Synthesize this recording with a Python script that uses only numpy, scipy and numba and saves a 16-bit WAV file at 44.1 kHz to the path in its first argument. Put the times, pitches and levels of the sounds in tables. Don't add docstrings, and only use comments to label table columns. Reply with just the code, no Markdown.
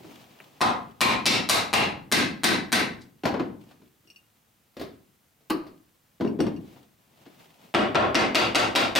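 import sys
import numpy as np
from scipy import signal
from scipy.fft import rfft, irfft, next_fast_len
from scipy.io import wavfile
from scipy.ndimage import map_coordinates
from numba import njit

SR = 44100
rng = np.random.default_rng(int(sys.argv[2]) if len(sys.argv) > 2 else 0)


def generate_wav(signal):
    frames = np.transpose(np.atleast_2d(signal))
    scaled = np.clip(frames, -1, 1) * 32767
    pcm = np.round(scaled).astype(np.int16)
    wavfile.write(sys.argv[1], SR, pcm)


N = 396459
HIT_SAMPLES = 32768
T, HZ = np.arange(HIT_SAMPLES) / SR, np.fft.rfftfreq(HIT_SAMPLES, 1 / SR)


def amp(db):
    return 10 ** (np.asarray(db) / 20)


def unit(x):
    return x / np.sqrt(np.mean(x ** 2) + 1e-20)


def curve(points, hz=HZ):
    freqs, values = np.transpose(points)
    return np.interp(np.log(hz + 1), np.log(freqs + 1), values)


def decay(t, t60):
    return (t >= 0) * np.exp(-np.log(1000) * np.abs(t) / t60)


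def add(track, at_s, sound):
    start = max(round(at_s * SR), 0)
    track[:, start:start + HIT_SAMPLES] += sound[:, :N - start]


def resonances(modes):
    return sum(db / (1 + (2 * (HZ - hz) / width) ** 2) for hz, width, db in modes)


def weak_modes():
    position = 1.4 * np.sqrt(HZ)
    ripple = unit(map_coordinates(rng.standard_normal(int(position[-1]) + 4), [position]))
    return ripple * curve([(200, .4), (600, 1.7), (4500, 1.8), (8000, 2.4), (12000, 3)])


def treble_tilt(db_per_octave, corner_hz=1200):
    return db_per_octave * np.log2(1 + (HZ / corner_hz) ** 2) / 2


def coloured(x, colour_db):
    cepstrum = irfft(np.log(np.maximum(unit(amp(colour_db)), 1e-6)))
    cepstrum[1:HIT_SAMPLES // 2] *= 2
    cepstrum[HIT_SAMPLES // 2 + 1:] = 0
    return irfft(rfft(x) * np.exp(rfft(cepstrum)))


# (frequency [Hz], side gain [dB])
SIDE_EQ = [(30, -6), (65, -11), (140, -13), (280, -6), (600, -3), (1100, 1), (2200, -5), (4500, -6.5),
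           (8000, -4), (13000, -12.5)]

def diffuse(pair, size):
    mid = pair[0]
    side_gain = amp(curve(SIDE_EQ, np.fft.rfftfreq(size, 1 / SR)))
    side = irfft(rfft(pair[1], size) * side_gain, size)[:len(mid)]
    return np.array([mid + side, mid - side])


# (frequency [Hz], 60 dB decay time [s])
WORKSHOP_DECAY = [(100, 0.88), (260, 0.5), (700, 0.44), (1840, 0.4), (4850, 0.32), (12000, 0.26)]

def acoustics(hull_s=0.006, hull_t60=0.18, hull_db=2, direct_t60=0.019, direct_db=0):
    noise = rng.standard_normal((5, HIT_SAMPLES))
    direct = amp(direct_db) * decay(T, direct_t60) * noise[0]
    since_echo = np.maximum(T - hull_s, 0)
    hull_envelope = amp(hull_db) * decay(since_echo, hull_t60) * (1 - np.exp(-since_echo / 0.00048))
    hull = hull_envelope * diffuse(noise[1:3] * [[1], [.5]], HIT_SAMPLES)
    hz, t, bands = signal.stft(noise[3:], SR, nperseg=256)
    bands = bands * decay(t, curve(WORKSHOP_DECAY, hz)[:, None])
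    tail = signal.istft(bands, SR, nperseg=256)[1][:, :HIT_SAMPLES]
    build_up = 1 - np.exp(-since_echo / 0.0091)
    return np.array([direct + hull, diffuse(tail * build_up, HIT_SAMPLES)])


def impact(colour_db, room_db, hull_s=0.00037):
    near, tail = acoustics(hull_s=hull_s, hull_t60=0.11)
    return coloured(near + amp(room_db) * tail, colour_db + weak_modes())


def noise_bed(spectrum):
    size = next_fast_len(N + HIT_SAMPLES)
    gain = amp(curve(spectrum, np.fft.rfftfreq(size, 1 / SR)))
    pair = irfft(rfft(rng.standard_normal((2, size))) * gain, size)
    return unit(diffuse(pair, size)[:, :N])


# (frequency [Hz], relative level [dB])
ROOM_TONE_EQ = [(15, -11), (25, -8.5), (114, 6.5), (190, 1.5), (217, 3), (405, -9.5), (503, -5.5),
                (560, -15.5), (1190, -8), (4610, -13), (11600, -13.5), (14800, -9.5), (16000, -15.5)]

def room_tone(level_db=-67):
    return amp(level_db) * noise_bed(ROOM_TONE_EQ)


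# (peak time [s], length at half height [s], level [dB])
BODY_MOVES = [(0.116, .16, -53), (0.417, 0.74, -57), (3.681, 0.13, -63.5), (6.726, 0.19, -58),
              (7.375, 0.41, -59.5), (7.653, .11, -57.5)]
# (frequency [Hz], relative level [dB])
RUB_EQ = [(47, -41), (80, -13), (140, 0.5), (207, -1.5), (413, -7.5), (757, -7), (1510, -17.5),
          (2830, -13.5), (10800, -30), (14000, -25.5)]
# (frequency [Hz], relative level [dB])
SCRAPE_EQ = [(200, -22.5), (800, -3), (1500, -5), (3200, -1.5), (6000, -15.5), (15000, -22)]

def clothes(fidget_db=-72, flutter_db=1.6, catches_per_s=45, scrapes_per_s=22, scrape_db=-11.5):
    t = np.arange(N) / SR
    swells = sum(amp(db) * .5 ** ((2 * (t - peak_s) / length) ** 2) for peak_s, length, db in BODY_MOVES)
    catches = map_coordinates(rng.standard_normal(N // 100), [t * catches_per_s])
    snags = (rng.random(N) < scrapes_per_s / SR) * rng.random(N)
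    scrape_envelope = signal.fftconvolve(snags, decay(T, t60=.04))[:N]
    scrapes = unit(scrape_envelope * noise_bed(SCRAPE_EQ))
    rub = amp(flutter_db * catches) * noise_bed(RUB_EQ)
    return (amp(fidget_db) + swells) * (rub + amp(scrape_db) * scrapes)


# (frequency [Hz], relative level [dB])
SET_TICK_EQ = [(80, -19), (400, 7.5), (1200, -2), (2500, 7.5), (3500, -12), (5000, -37), (15000, -16)]

def punch_handling():
    track = np.zeros((2, N))
    near, _ = acoustics(hull_db=-14, hull_t60=.04, direct_t60=.035)
    add(track, 0.402, amp(-39) * coloured(near, curve(SET_TICK_EQ)))
    slide_off_eq = curve([(1500, -21.5), (4500, 6), (14000, -21.5)])
    add(track, 3.01, amp(-54.5) * impact(slide_off_eq, room_db=-6.5, hull_s=.0055))
    return track


# (time [s], level [dB])
TAP_CUES = [(4.767, -39.5), (4.796, -36.5), (4.812, -33.5), (4.835, -46), (5.406, -64), (5.667, -47.5)]
# (frequency [Hz], relative level [dB])
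TAP_EQ = [(29, -43.5), (50, -19), (362, 0), (759, -12), (919, -21), (1010, -16), (1410, -21), (2070, -19),
          (2500, -24), (4340, -20.5), (7160, -38), (15000, -37.5)]

def nail_taps():
    track = np.zeros((2, N))
    for at_s, level_db in TAP_CUES:
        add(track, at_s, amp(level_db) * impact(curve(TAP_EQ), room_db=-4))
    return track


# (time [s], relative level [dB], hardness [dB/octave])
CLINK_CUES = [(4.074, -51.5, -1.5), (4.101, -44, 2.5), (4.160, -43.5, -5), (6.25, -47.5, 3),
              (6.275, -43, -5), (6.404, -28.5, 4.5), (6.467, -41.5, -1), (6.563, -49.5, -2)]
# (frequency [Hz], relative level [dB], 60 dB decay time [s])
CLINK_PARTIALS = [(2528, -6, 0.12), (2820, 5, 0.04), (4520, -1.5, 0.062), (5510, -2, 0.044),
                  (5830, -9.5, .14), (8270, -15.5, 0.19), (9100, -19, .16)]

def nipper_clinks():
    track = np.zeros((2, N))
    for at_s, level_db, hardness in CLINK_CUES:
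        partials = [(hz, db + hardness * np.log2(hz / 4000), t60) for hz, db, t60 in CLINK_PARTIALS]
        ring = np.zeros((2, HIT_SAMPLES))
        for hz, db, t60 in partials:
            gain = amp(db + rng.normal(0, 1.2, (2, 1)))
            phase = rng.uniform(0, 6, (2, 1))
            ring += gain * decay(T, t60) * np.sin(2 * np.pi * hz * T + phase)
        tick = impact(resonances([(hz, 220, 27.5 + db) for hz, db, _ in partials]), room_db=-17.5)
        add(track, at_s, amp(level_db) * (amp(-9) * ring + amp(-8.5) * tick))
    return track


# (first touch [s], rocking time [s], thud level [dB], clack level [dB], hardness [dB/octave])
KNOCK_CUES = [(0.003, .040, -41, -54.5, 2.5), (3.235, .019, -21.5, -19.5, 1.5),
              (3.322, .018, -30, -28.5, -4), (3.366, .030, -23, -29.5, -2), (3.703, .008, -67, -55, 2.5),
              (3.80, 0.017, -52.5, -64, 5), (4.05, 0.023, -62, -79, 0), (6.2, .008, -22.5, -36, 1),
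              (6.238, .010, -19.5, -36, -3), (6.39, .012, -16, -30, 1.5), (6.455, .010, -29, -37, -0.5),
              (6.745, .016, -53, -55.5, -1), (7.255, .008, -50, -53.5, 3)]
# (frequency [Hz], relative level [dB])
PLANK_EQ = [(24, -71.5), (40, -34), (80, -12.5), (234, -1), (324, 2), (526, -11.5), (750, -22), (916, -26),
            (1030, -21), (1200, -42), (1560, -55), (2640, -120)]
# (frequency [Hz], relative level [dB])
CLACK_EQ = [(260, -34.5), (450, -1.5), (679, -2), (897, -5), (1170, -8.5), (1870, -12.5), (4570, -21),
            (9520, -43.5), (13900, -42), (15000, -61.5)]

def tools_on_planks(first_thud_db=-5, first_clack_db=-14.5):
    track = np.zeros((2, N))
    thud_eq = curve(PLANK_EQ) + resonances([(225, 42, 2.7)])
    for at_s, rock_s, thud_db, clack_db, hardness in KNOCK_CUES:
        clack_eq = curve(CLACK_EQ) + treble_tilt(hardness)
        first_touch = (at_s, thud_db + first_thud_db, clack_db + first_clack_db)
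        landing = (at_s + rock_s, thud_db, clack_db)
        for touch_s, wood_db, steel_db in (first_touch, landing):
            add(track, touch_s, amp(wood_db) * impact(thud_eq, room_db=-5.5))
            add(track, touch_s, amp(steel_db) * impact(clack_eq, room_db=-6.5))
    return track


# (frequency [Hz], relative level [dB])
BITE_EQ = [(60, -21), (170, -10.5), (310, -8.5), (500, -10.5), (1000, -12), (1400, -17), (1900, -21),
           (3000, -17.5), (4400, -19.5), (6500, -40), (12000, -34.5), (16000, -39.5)]
# (frequency [Hz], width [Hz], gain [dB])
BITE_MODES = [(309, 88, 13.5), (1213, 190, 11.5), (3470, 350, -17)]

def nail_cut():
    track = np.zeros((2, N))
    bite = impact(curve(BITE_EQ) + resonances(BITE_MODES), room_db=-7, hull_s=0.004)
    near, _ = acoustics(hull_s=0.0028, hull_t60=.025, direct_db=-12)
    snap = coloured(near, curve([(500, -27.5), (3000, 2), (16000, -3)]))
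    add(track, 5.4995, amp(-20.5) * bite + amp(-30) * snap)
    offcut_eq = curve(PLANK_EQ) + resonances([(314, 210, 20)])
    for at_s, level_db in [(5.542, -24), (5.585, -33)]:
        add(track, at_s, amp(level_db) * impact(offcut_eq, room_db=-21))
    return track


def bell(hz, octaves):
    return .5 ** ((2 * np.log2((HZ + 1) / hz) / octaves) ** 2)


def seating(hardness, thump_db, lower_hz, upper_hz, ring_db, peak_q=17, peak_db=4.5):
    thump = thump_db * bell(235, octaves=1.6)
    humps = ring_db * (bell(lower_hz, octaves=0.81) + bell(upper_hz, octaves=0.81))
    peaks = resonances([(hz, hz / peak_q, peak_db) for hz in (lower_hz, upper_hz)])
    return treble_tilt(hardness) + thump + humps + peaks


def hammering(blows, body_eq, room_db, drift, direct_db, crack_db):
    track = np.zeros((2, N))
    echoes = acoustics(direct_db=direct_db)
    crack_eq = curve([(3000, 0), (8000, crack_db / 2), (15000, crack_db)])
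    for at_s, force_db, *seat in blows:
        echoes = np.sqrt(1 - drift) * echoes + np.sqrt(drift) * acoustics(direct_db=direct_db)
        near, tail = echoes
        blow_eq = body_eq + weak_modes() + seating(*seat)
        attack = coloured(near, blow_eq + crack_eq)
        reverb = amp(room_db) * coloured(tail, blow_eq)
        add(track, at_s, amp(force_db) * (attack + reverb))
    return track


# (time [s], force [dB], hardness [dB/octave], thump [dB],
# lower ring [Hz], upper ring [Hz], ring boost [dB])
PEEN_CUES = [(7.74, -14.5, -2.5, 5, 1840, 2940, 1), (7.947, -12, -5.5, -2, 606, 1365, -1),
             (8.1455, -13, -0.3, 6, 2060, 5300, 3.5), (8.347, -12, 1.3, 2, 2660, 4600, 2),
             (8.5475, -13, 1.7, 1, 2700, 6300, -0.5), (8.7515, -14, 1.95, 1, 2640, 3760, 0.5),
             (8.9525, -14, 2.1, -2.5, 2606, 3585, 0.5)]
# (frequency [Hz], relative level [dB])
PEEN_EQ = [(21, -50), (35, -26.5), (103, -16), (151, -15.5), (325, -2.5), (431, -8), (667, -5), (979, -8.5),
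           (1330, -6), (1770, -9.5), (2530, -7.5), (4800, -15.5), (9340, -30.5), (12400, -37),
           (16000, -53.5)]
# (frequency [Hz], width [Hz], gain [dB])
PEEN_RESONANCES = [(104, 14, 9.5), (212, 10, 8.5), (307, 143, 2), (707, 460, 6), (1090, 37, 5),
                   (1370, 44, 5), (1904, 151, 2), (2520, 64, 2.5), (2584, 99, -2), (2810, 150, 3.5),
                   (3340, 42, 5.5), (3430, 53, 6), (3746, 38, 4.5), (3600, 70, -0.5), (3670, 40, 3),
                   (3990, 100, 2.5), (4100, 61, 2.5), (4100, 31, -3.5), (4580, 96, 6.5), (4930, 39, 4.5),
                   (6080, 28, -6), (6480, 30, -9), (8300, 700, 3.2), (13700, 900, 5.5)]

def peening():
    body_eq = curve(PEEN_EQ) + resonances(PEEN_RESONANCES)
    return hammering(PEEN_CUES, body_eq, room_db=4.5, drift=0.5, direct_db=-3, crack_db=3.5)


# (time [s], force [dB], hardness [dB/octave], thump [dB],
# lower ring [Hz], upper ring [Hz], ring boost [dB])
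PUNCH_CUES = [(0.607, -17, -1.15, 1.5, 770, 1250, 7.5), (1.007, -10, 0.54, 0, 1030, 2380, 6),
              (1.2565, -11, 1.7, 2, 2640, 5300, 4), (1.4895, -13, 2.8, -5.5, 680, 1286, 3.5),
              (1.73, -12.5, -0.9, -3.5, 830, 2840, 3.5), (2.116, -12.5, 2, 4, 1584, 2010, 1.5),
              (2.4345, -13, 2, 5.5, 1570, 2020, 2), (2.72, -15.5, 1.1, 1.5, 1550, 1973, 2)]
# (frequency [Hz], relative level [dB])
PUNCH_EQ = [(21, -57), (35, -25.5), (216, -4), (360, -1.5), (557, -5.5), (758, -4), (1060, -5),
            (1400, -8.5), (2010, -4.5), (3100, -7.5), (4110, -7), (7230, -18), (9580, -20.5),
            (13700, -33.5), (16000, -41.5)]
# (frequency [Hz], width [Hz], gain [dB])
PUNCH_RESONANCES = [(103.3, 14, 7.6), (232, 190, 5.2), (743, 100, 1.6667), (1066, 24, 4.6), (1284, 39, 3.6),
                    (2110, 41, 2.8), (2500, 27, 3.4), (2714, 130, 2), (3640, 150, 4.2), (3930, 37, 10),
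                    (4200, 140, 5.4), (4500, 43, 1.6667), (4680, 40, 8.1), (5330, 170, 2.04),
                    (5640, 22, 5.5), (5710, 27, 1.3333), (5940, 61, 5.4), (8800, 370, 1.2),
                    (9370, 140, 6.8), (11740, 430, 1.7), (13100, 1000, 7.4)]

def rove_punch():
    body_eq = curve(PUNCH_EQ) + resonances(PUNCH_RESONANCES)
    return hammering(PUNCH_CUES, body_eq, room_db=6, drift=0.48, direct_db=-6, crack_db=7.5)


def scene():
    work = rove_punch() + peening()
    work += tools_on_planks() * amp([[.4], [-.4]])
    work += nipper_clinks() + punch_handling() + nail_taps() + nail_cut() + clothes()
    return work * amp([[.7], [-.7]]) + room_tone()


@njit
def follow(power, attack, release):
    envelope, level = np.empty_like(power), 0.
    for i in range(len(power)):
        level += (power[i] - level) / (attack if power[i] > level else release)
        envelope[i] = level
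    return envelope


def record(dry, ceiling_db=-17.5, attack_s=0.0018, release_s=.011, ahead_s=0.00086, top_hz=16000):
    level = np.sqrt(follow(np.mean(dry ** 2, axis=0), attack_s * SR, release_s * SR))
    level_ahead = np.interp(np.arange(N) + ahead_s * SR, np.arange(N), level)
    held = dry / (1 + (level_ahead / amp(ceiling_db)) ** 6) ** (1 / 6)
    rounded = held / (1 + (held / .52) ** 6) ** (1 / 6)
    size = next_fast_len(N + HIT_SAMPLES)
    passband = np.fft.rfftfreq(size, 1 / SR) < top_hz
    return irfft(rfft(rounded, size) * passband, size)[:, :N]


dry = scene()
out = record(dry)
generate_wav(out)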